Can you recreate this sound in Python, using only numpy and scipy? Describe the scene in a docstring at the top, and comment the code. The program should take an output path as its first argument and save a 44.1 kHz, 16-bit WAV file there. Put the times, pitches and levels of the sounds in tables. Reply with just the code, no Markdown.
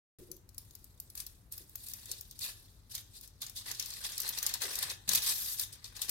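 """A dull low ring and a faint crackle come first, then sharp snaps: foil wrapping paper is being picked
open on a book, close to a stereo microphone and a little to its left, in a panelled hallway.
Creases buckle singly and in showers of tiny clicks; the sheet slides and flaps, hands bump the book,
and near the end fibres part as the paper rips away. The hall answers with a short tail over a rumble."""
import sys
import numpy as np
from scipy import signal
from scipy.fft import rfft, irfft, next_fast_len
from scipy.io import wavfile
from scipy.ndimage import uniform_filter1d

SR = 44100
rng = np.random.default_rng(int(sys.argv[2]) if len(sys.argv) > 2 else 0)


def materialize(psi):
    """Save the field psi as 16-bit PCM at rate SR to the path in sys.argv[1].

    A 1-D psi becomes a single channel; in a 2-D psi each row is a channel.
    """
    bounded = np.clip(np.atleast_2d(psi).T, -1, 1)
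    quanta = np.round(bounded * 32767).astype(np.int16)
    wavfile.write(sys.argv[1], SR, quanta)


N = 269010

# Crackle from the hands' pressure between strokes: time_s, level_db
HANDLING = [(0.19, -60), (0.47, -82), (0.6, -64), (0.97, -68.5), (1.3, -62), (1.48, -76), (1.7, -64),
            (1.98, -53), (2.29, -61.5), (2.55, -57.5), (2.85, -72.5), (3.15, -64), (3.38, -71.5),
            (3.82, -48), (4.27, -45), (4.59, -65), (5.92, -65), (6.1, -52)]
# Where and how the hands work, heard from the microphone: time_s, left_db, brightness_db
GRIP = [(0.19, -1.5, 21), (1.45, -1, 32), (2.15, 0, -0.5), (3.2, 1.5, -0.5), (4.15, 0.5, -5.5),
        (5.42, 1, -2), (5.62, 1.5, 5), (5.9, 2, -13), (6.1, 4, -1)]
# Slides and tugs: start_s, rise_s, hold_s, crackle_db, flex_over_crackle_db
STROKES = [(1.147, 0.054, 0.0064, -44.5, -16.5), (1.508, 0.019, 0.01, -47, -25),
           (1.537, 0.018, 0.065, -54.5, -18), (1.743, 0.14, 0.034, -47.5, -24),
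           (2.044, 0.074, 0.014, -47.5, -17), (2.15, .03, 0.017, -53.5, -20),
           (2.395, 0.042, .01, -35.5, -19), (2.448, 0.0087, 0.044, -44.5, -11.5),
           (2.894, 0.025, .003, -46, -21), (2.93, 0.012, 0.052, -47, -15.5),
           (3.123, 0.045, .005, -49.5, -23), (3.219, 0.015, 0.0082, -50.5, -18),
           (3.403, 0.021, 0.006, -41, -14.5), (3.458, .005, 0.018, -54, -12),
           (3.549, 0.029, .003, -38.5, -23.5), (3.585, 0.012, 0.02, -54, -12),
           (3.652, 0.014, 0.051, -43, -9), (4.038, 0.0081, 0.0085, -35.5, -14),
           (4.052, 0.015, 0.027, -52, -15), (4.225, 0.0085, 0.07, -43, -8.5),
           (4.322, 0.011, 0.027, -45.5, -9.5), (4.365, 0.0096, 0.0032, -37.5, -12.5),
           (4.417, 0.004, 0.09, -44, -8), (4.53, 0.0048, .02, -42, -10), (4.602, .018, 0.018, -33.5, -10.5),
           (4.647, 0.0089, 0.042, -43.5, -5.5), (4.699, 0.018, .005, -35.5, -10),
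           (4.738, .008, 0.077, -42.5, -9), (4.818, 0.011, 0.0058, -35, -8), (4.853, 0.012, 0.011, -43, -6),
           (4.891, 0.0065, 0.018, -39.5, -9.5), (5.076, 0.0034, 0.026, -37.5, -9),
           (5.11, 0.0049, 0.022, -33, -10.5), (5.149, .004, .03, -33, -13.5),
           (5.215, 0.0067, 0.053, -35, -15), (5.259, 0.018, 0.042, -30.5, -14),
           (5.346, 0.015, 0.18, -41.5, -16.5), (5.555, 0.051, 0.027, -37, -18.5),
           (5.643, 0.016, 0.43, -70, 0.5), (5.722, 0.0054, 0.0066, -47, -27),
           (5.843, .005, 0.014, -47.5, -14.5), (5.943, 0.02, 0.095, -50, -9),
           (6.012, 0.0074, 0.0033, -34.5, -25), (6.079, 0.0087, .02, -41, -7)]
# Creases that snap: start_s, crack_db, pitch_hz, left_db
SNAPS = [(0.3146, -35, 12000, 11), (0.365, -47.5, 10800, -3), (0.49, -49, 10100, 10),
         (0.545, -49, 10900, 8), (0.5799, -30, 11100, 1), (0.708, -48, 9900, 4), (0.751, -41, 9800, 5),
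         (0.842, -43.5, 12000, 8), (0.9997, -29, 14300, 2.5), (1.1, -39.5, 11600, 1),
         (1.152, -34, 11500, 7), (1.175, -33.5, 9300, 3), (1.201, -30, 10100, 6), (1.2646, -33.5, 9700, 5),
         (1.522, -30.5, 12300, 0), (1.578, -33, 11000, 1), (1.694, -43.5, 11800, 3),
         (1.755, -29.5, 12400, 6), (1.885, -34.5, 11200, 3.5), (1.935, -30, 10200, 4.5),
         (2.056, -39.5, 10700, 6), (2.114, -27.5, 8600, 6.5), (2.209, -32, 13200, 6), (2.31, -39, 9500, 2),
         (2.39, -35.5, 8950, 6), (2.95, -28.5, 7340, 0), (3.2103, -41.5, 10900, 4), (3.275, -44, 10100, 5),
         (3.417, -32, 8460, -4), (3.4644, -36.5, 8000, 4), (3.496, -35.5, 10800, 5),
         (3.7132, -31, 7560, -5.5), (3.7474, -40, 6760, 2), (3.796, -26.5, 6900, 5.5),
         (3.824, -34.5, 7200, 4), (3.858, -33.5, 7560, 5), (3.903, -35, 8200, 1), (3.936, -37, 8000, 3),
         (4.119, -36.5, 9050, 5), (4.1781, -26.5, 9700, 3), (4.201, -23, 10500, 5.5),
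         (4.216, -30, 10100, 7), (4.2774, -29.5, 9700, 5), (4.289, -23, 9800, 3), (4.385, -29.5, 8000, 9),
         (4.4271, -23.5, 8500, 2.5), (4.464, -19.5, 8200, 3), (4.4907, -31, 7350, 2),
         (4.5381, -24.5, 8400, 7), (4.618, -29.5, 7700, 9), (4.7535, -27, 8100, 3), (4.787, -24, 10100, 3),
         (4.826, -24, 9400, 0.5), (4.8985, -32, 6200, 3), (5.09, -18, 7700, 4), (5.1153, -30.5, 6500, 9),
         (5.133, -21.5, 8900, 5), (5.1484, -17.5, 8300, 0), (5.155, -18.5, 7900, 0), (5.1743, -34, 8400, 7),
         (5.595, -21, 10600, 2.5), (5.7279, -42, 7800, 1), (5.842, -39.5, 7000, 6), (5.965, -40, 6300, 8),
         (6.0164, -31, 8850, 15), (6.0931, -21, 10000, 6)]
# The three pulls that tear the paper: start_s, rise_s, hold_s, level_db
TEARS = [(5.067, .012, 0.073, -63), (5.218, 0.019, 0.305, -39.5), (5.58, .015, 0.036, -54)]
# Hands and sheet knocking on the book: start_s, level_db, pitch_hz, t60_s
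BUMPS = [(1.602, -61.5, 363, 0.17), (2.093, -59.5, 403, 0.34), (4.241, -65, 456, 0.12),
         (4.635, -55.5, 483, 0.75), (4.851, -54, 98, .3), (5.08, -46.5, 140, 0.16), (5.135, -49, 162, 0.11),
         (6.089, -46.5, 330, 0.16)]
# Spectra of the crackling sheet, a snapping crease and parting fibres: frequency_hz, density_db
PAPER_COLOUR = [(200, -14), (450, -13.5), (750, -17), (1080, -10), (1400, -10.5), (1900, -7.5),
                (2700, -7.5), (3900, 5), (6300, 2), (9000, 1), (12600, 3), (15800, -7.5)]
SNAP_COLOUR = [(900, -31), (1900, -29), (3000, -19), (4200, -1), (6300, -1), (9000, -5), (12500, 0.5),
               (16000, -0.5)]
FIBRE_COLOUR = [(3000, -32), (6000, -8), (9500, -10), (12500, 2), (15800, -13)]
# Decay of the hallway: frequency_hz, t60_s
HALL_T60 = [(200, 0.98), (1000, 0.57), (4000, 0.35), (8000, 0.28), (16000, 0.14)]
# Fade of the opening low ring: time_s, level_db
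LOW_RING_LEVEL = [(0.18, -65), (0.2, -51.5), (0.24, -58), (0.275, -65), (0.31, -52.5), (0.36, -65),
                  (0.46, -75), (0.7, -100)]
# Spectra of the low ring, the house rumble and the hiss: frequency_hz, density_db
LOW_RING_COLOUR = [(200, -10), (300, -9.5), (360, 4), (410, -10), (470, -10), (600, -23), (800, -38)]
RUMBLE_COLOUR = [(20, -33), (38, -0.5), (60, -2.5), (78, -6.5), (98, 0.5), (128, -9), (180, -15.5),
                 (250, -18), (440, -26), (600, -33), (1100, -51), (2000, -100)]
HISS_COLOUR = [(300, -3.5), (1000, -2), (3000, -12), (8000, -14.5), (16000, -18.5)]

FACET_T60_S, FACET_WANDER_DB = 0.066, 2.5   # a tiny buckle's ring time; wander of each facet's share
STEADY_FLEX_DB, PIVOT_DB, FLEX_GROWTH = -63, -49.5, 1.4   # flexing at the pivot level; dB per dB
FLAP_DB, TAUT_DB = -12, -6   # flapping against flexing; change when a tear holds the sheet taut
SNAP_RING_CYCLES = 234   # cycles of its pitch in which a crack dies by 60 dB
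BODY_DB, BODY_DB_PER_OCTAVE = -28, -17   # panel against crack at 9 kHz; smaller facets stir it less
RELEASE_S, TEAR_SAG_DB_PER_S = 0.019, 3   # the sheet settles after a move; a running tear weakens


def sheet():
    """Close-up crackle and sliding friction; wide panels add the middle, the whole sheet the flutter."""
    crackle_gain, flex_gain, flap_gain = hand_effort()
    pan_db, bright_db = in_time(GRIP)
    clicks = evened(click_shower(per_s=480, spread_db=2.0), size=1800)
    friction = from_db(-9) * noise(PAPER_COLOUR, alike=0)
    texture = clicks + friction
    fine = band(texture, 2800, 18000)
    sparkle = signal.sosfilt(signal.butter(1, 9000, "high", fs=SR, output="sos"), fine)
    tilted = (fine - sparkle) * from_db(-bright_db / 2)
    tilted = tilted + panned(sparkle, pan_db=2.0) * from_db(bright_db / 2)
    crackle = panned(evened(tilted, size=8000) * crackle_gain, pan_db)
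    flex = panned(rms_one(band(texture, 960, 2516)) * flex_gain, pan_db=7.5)
    flutter = band(texture, 250, 930)
    flutter = flutter + 0.31 * flutter[::-1]   # long waves reach both sides of the microphone
    flap = panned(rms_one(flutter) * flap_gain, pan_db=10.0)
    return crackle + flex + flap


def click_shower(per_s, spread_db, count=12):
    """Tiny buckles of uneven size come at random, dealt among ringing facets of the foil."""
    strength = from_db(spread_db * np.minimum(rng.exponential(1, N), 4))
    energy = strength ** 2 * (rng.random(N) < per_s / SR)
    dealt, out = rng.integers(0, count, N), np.zeros((2, N))
    keep = from_db(-60 / (FACET_T60_S * SR)) ** 2   # share of energy left after one sample
    for k, hz in enumerate(np.geomspace(700, 14000, count)):
        ringing = np.sqrt(signal.lfilter([1], [1, -keep], energy * (dealt == k) + 1e-18))
        tension = from_db(FACET_WANDER_DB * drift(per_s=53))   # the pull moves from facet to facet
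        out += ringing * tension * facet(PAPER_COLOUR, hz, focus_db=4.5, uneven_db=7.0, size=N)
    return out


def facet(spectrum, centre_hz, focus_db, uneven_db, size):
    """One buckling facet: a dense, uneven cluster of modes around its own pitch."""
    hz = np.geomspace(200, 17000, 36)
    peak_db = focus_db * np.exp(-2 * np.log2(hz / centre_hz) ** 2)
    shape_db = at_hz(spectrum, hz) + peak_db + uneven_db * rng.standard_normal(len(hz))
    return noise(np.c_[hz, shape_db], alike=0, size=size)


def hand_effort():
    """Gains of crackle, flexing and flapping from handling and strokes; a taut sheet flaps less."""
    steady_db, = in_time(HANDLING)
    power = from_db([steady_db, STEADY_FLEX_DB + FLEX_GROWTH * (steady_db - PIVOT_DB)]) ** 2
    for start, rise, hold, crackle_db, flex_db in STROKES:
        gains = from_db([crackle_db, crackle_db + flex_db])
        add(power, start, np.outer(gains, gesture(rise, hold)) ** 2)
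    crackle, flex = np.sqrt(power)
    tear = tear_strength()
    return crackle, flex, flex * from_db(FLAP_DB + TAUT_DB * tear / tear.max())


def gesture(rise, hold, sag_db_per_s=0):
    """One move of the hand: it builds up, holds, and the sheet settles."""
    t = np.arange(int((rise + hold + 10 * RELEASE_S) * SR)) / SR
    settling = np.exp(-np.maximum(t - rise - hold, 0) / RELEASE_S)
    return np.clip(t / rise, 0, 1) * from_db(-sag_db_per_s * t) * settling


def snaps(size=4000):
    """A stiff crease flips over: its facet cracks and the panel around it rings."""
    out = np.zeros((2, N))
    hz, colour_db = np.transpose(SNAP_COLOUR)
    for start, crack_db, pitch_hz, pan_db in SNAPS:
        octaves, t60 = np.log2(pitch_hz / 9000), SNAP_RING_CYCLES / pitch_hz
        body_db = crack_db + BODY_DB + BODY_DB_PER_OCTAVE * octaves
        tilt_db = 13.8 * octaves   # per octave: small facets are bright, large ones dull
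        colour = np.c_[hz, colour_db + tilt_db * np.log2(np.maximum(hz / 4000, 1))]
        modes = facet(colour, pitch_hz, focus_db=1.0, uneven_db=3.0, size=size)
        crack = rms_one(band(modes, 3950, 16300)) * dying(t60, attack_s=0.0018, size=size)
        body = rms_one(band(modes, 930, 2900)) * dying(t60=0.28, attack_s=0.00024, size=size)
        add(out, start, panned(from_db(crack_db) * crack + from_db(body_db) * body, pan_db))
    return band(out, 530, 15700, order=2)


def rip(breaks_per_s=5000, fade_s=0.0005):
    """Fibres part in thousands along the tear, singly and in bundles: a ragged, bright sizzle."""
    breaks = rng.random(N) < breaks_per_s / SR
    strength = from_db(4.5 * np.minimum(rng.exponential(1, N), 3.5))
    energy = signal.lfilter([1], [1, -np.exp(-1 / (fade_s * SR))], breaks * strength ** 2 + 1e-18)
    sizzle = rms_one(noise(FIBRE_COLOUR, alike=0) * np.sqrt(energy))
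    return panned(sizzle * tear_strength(), pan_db=2.5)


def tear_strength():
    """Each pull drives the tear on, weakening as it runs."""
    strength = np.zeros((1, N))
    for start, rise, hold, level_db in TEARS:
        add(strength, start, from_db(level_db) * gesture(rise, hold, TEAR_SAG_DB_PER_S)[None])
    return strength[0]


def bumps(size=14000):
    """The padded book answers a soft touch with one broad, damped resonance."""
    out = np.zeros((2, N))
    for start, level_db, hz, t60 in BUMPS:
        colour = [(hz / 3, -35), (hz / 1.23, -4), (hz, 0), (hz * 1.2, -5), (hz * 2, -28), (hz * 10, -80)]
        thud = noise(colour, alike=0.79, size=size) * dying(t60, attack_s=0.0021, size=size)
        add(out, start, panned(from_db(level_db) * thud, pan_db=3.0))
    return out


def hall(direct, wet_db, count=10):
    """Direct sound plus hallway: as the sheet moves, one pattern of echoes gives way to the next."""
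    wet, place = np.zeros((2, N)), np.linspace(0, count - 1, N)
    for k in range(count):
        near = np.flatnonzero(np.abs(place - k) < 1)
        share = np.cos(np.pi / 2 * (place[near] - k))
        add(wet, near[0] / SR, signal.oaconvolve(direct[:, near] * share, reflections(), axes=1))
    return direct + from_db(wet_db) * wet


def reflections(size=30000):
    """Diffuse echoes reach the microphone from walls and floor; the treble dies first."""
    edges_hz = 125 * 2. ** np.arange(9)
    white, tail = rng.standard_normal((2, size)), np.zeros((2, size))
    for low, high in zip(edges_hz, edges_hz[1:]):
        t60 = at_hz(HALL_T60, np.sqrt(low * high))
        tail += band(white, low, high, order=2) * dying(t60, attack_s=0.00033, size=size)
    return rms_one(tail) / np.sqrt(size)


def background():
    """Room tone: house rumble, faint hiss, and a dull low ring that dies away at the start."""
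    rumble = panned(from_db(-60.5) * noise(RUMBLE_COLOUR, alike=0.93), pan_db=4.0)
    hiss = from_db(-73.5) * noise(HISS_COLOUR, alike=0.1)
    low_ring = from_db(in_time(LOW_RING_LEVEL)[0]) * noise(LOW_RING_COLOUR, alike=0.73)
    return rumble + hiss + low_ring


def noise(spectrum, alike, size=N):
    """Stereo noise of a given colour and left-right likeness; rms 1."""
    padded = next_fast_len(size)
    hz = np.maximum(np.fft.rfftfreq(padded, 1 / SR), 1)
    white = rfft(rng.standard_normal((2, padded)))
    mid, side = irfft(white * from_db(at_hz(spectrum, hz)), padded)[:, :size]
    return rms_one(np.sqrt(1 + alike) * mid + np.sqrt(1 - alike) * side * [[1], [-1]])


def evened(x, size):
    """Take out the slow swell of a texture and keep its grain."""
    power = uniform_filter1d(np.mean(x ** 2, axis=0), size)
    return x / np.sqrt(np.maximum(power, 0) + np.mean(power) / 1000)


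def dying(t60, attack_s, size):
    """A short rise, then an exponential decay."""
    t = np.arange(size) / SR
    return np.clip(t / attack_s, 0, 1) * from_db(-60 * np.maximum(t - attack_s / 2, 0) / t60)


def drift(per_s):
    """A random wander between knots of unit spread."""
    knots = rng.standard_normal(500)
    return np.interp(np.arange(N) / SR * per_s, np.arange(len(knots)), knots)


def band(x, low_hz, high_hz, order=3):
    """Causal band-pass."""
    edges_hz = [low_hz, min(high_hz, SR / 2 - 1)]
    return signal.sosfilt(signal.butter(order, edges_hz, "band", fs=SR, output="sos"), x)


def panned(x, pan_db):
    """Lean to the microphone's left by so many dB."""
    return x * from_db(np.reshape([pan_db / 2, -pan_db / 2], (2, -1)))


def add(out, start_s, sound):
    """Mix a sound (channels x samples) in at a time."""
    at = min(int(start_s * SR), N - 1)
    out[:, at:at + sound.shape[1]] += sound[:, :N - at]


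def in_time(rows):
    """Each column of a curve, sample by sample."""
    time_s, *columns = np.transpose(rows)
    return [np.interp(np.arange(N) / SR, time_s, column) for column in columns]


def at_hz(points, hz):
    """Read a table on a log-frequency axis."""
    known_hz, value = np.transpose(points)
    return np.interp(np.log(hz), np.log(known_hz), value)


def from_db(db):
    """Decibels to gain."""
    return 10 ** (np.asarray(db) / 20)


def rms_one(x):
    """Scale to unit power."""
    return x / np.sqrt(np.mean(x ** 2) + 1e-20)


def scene():
    """Paper and book close to the microphone, the hallway behind them."""
    return hall(sheet() + rip() + snaps() + bumps(), wet_db=-10) + background()


def record(dry, start_s=0.186, cutoff_hz=16000):
    """Sound begins after a moment of silence; the top treble is cut steeply."""
    running = np.arange(N) / SR > start_s
    return signal.sosfilt(signal.ellip(10, .2, 80, cutoff_hz, fs=SR, output="sos"), dry * running)


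dry = scene()
out = record(dry)
materialize(out)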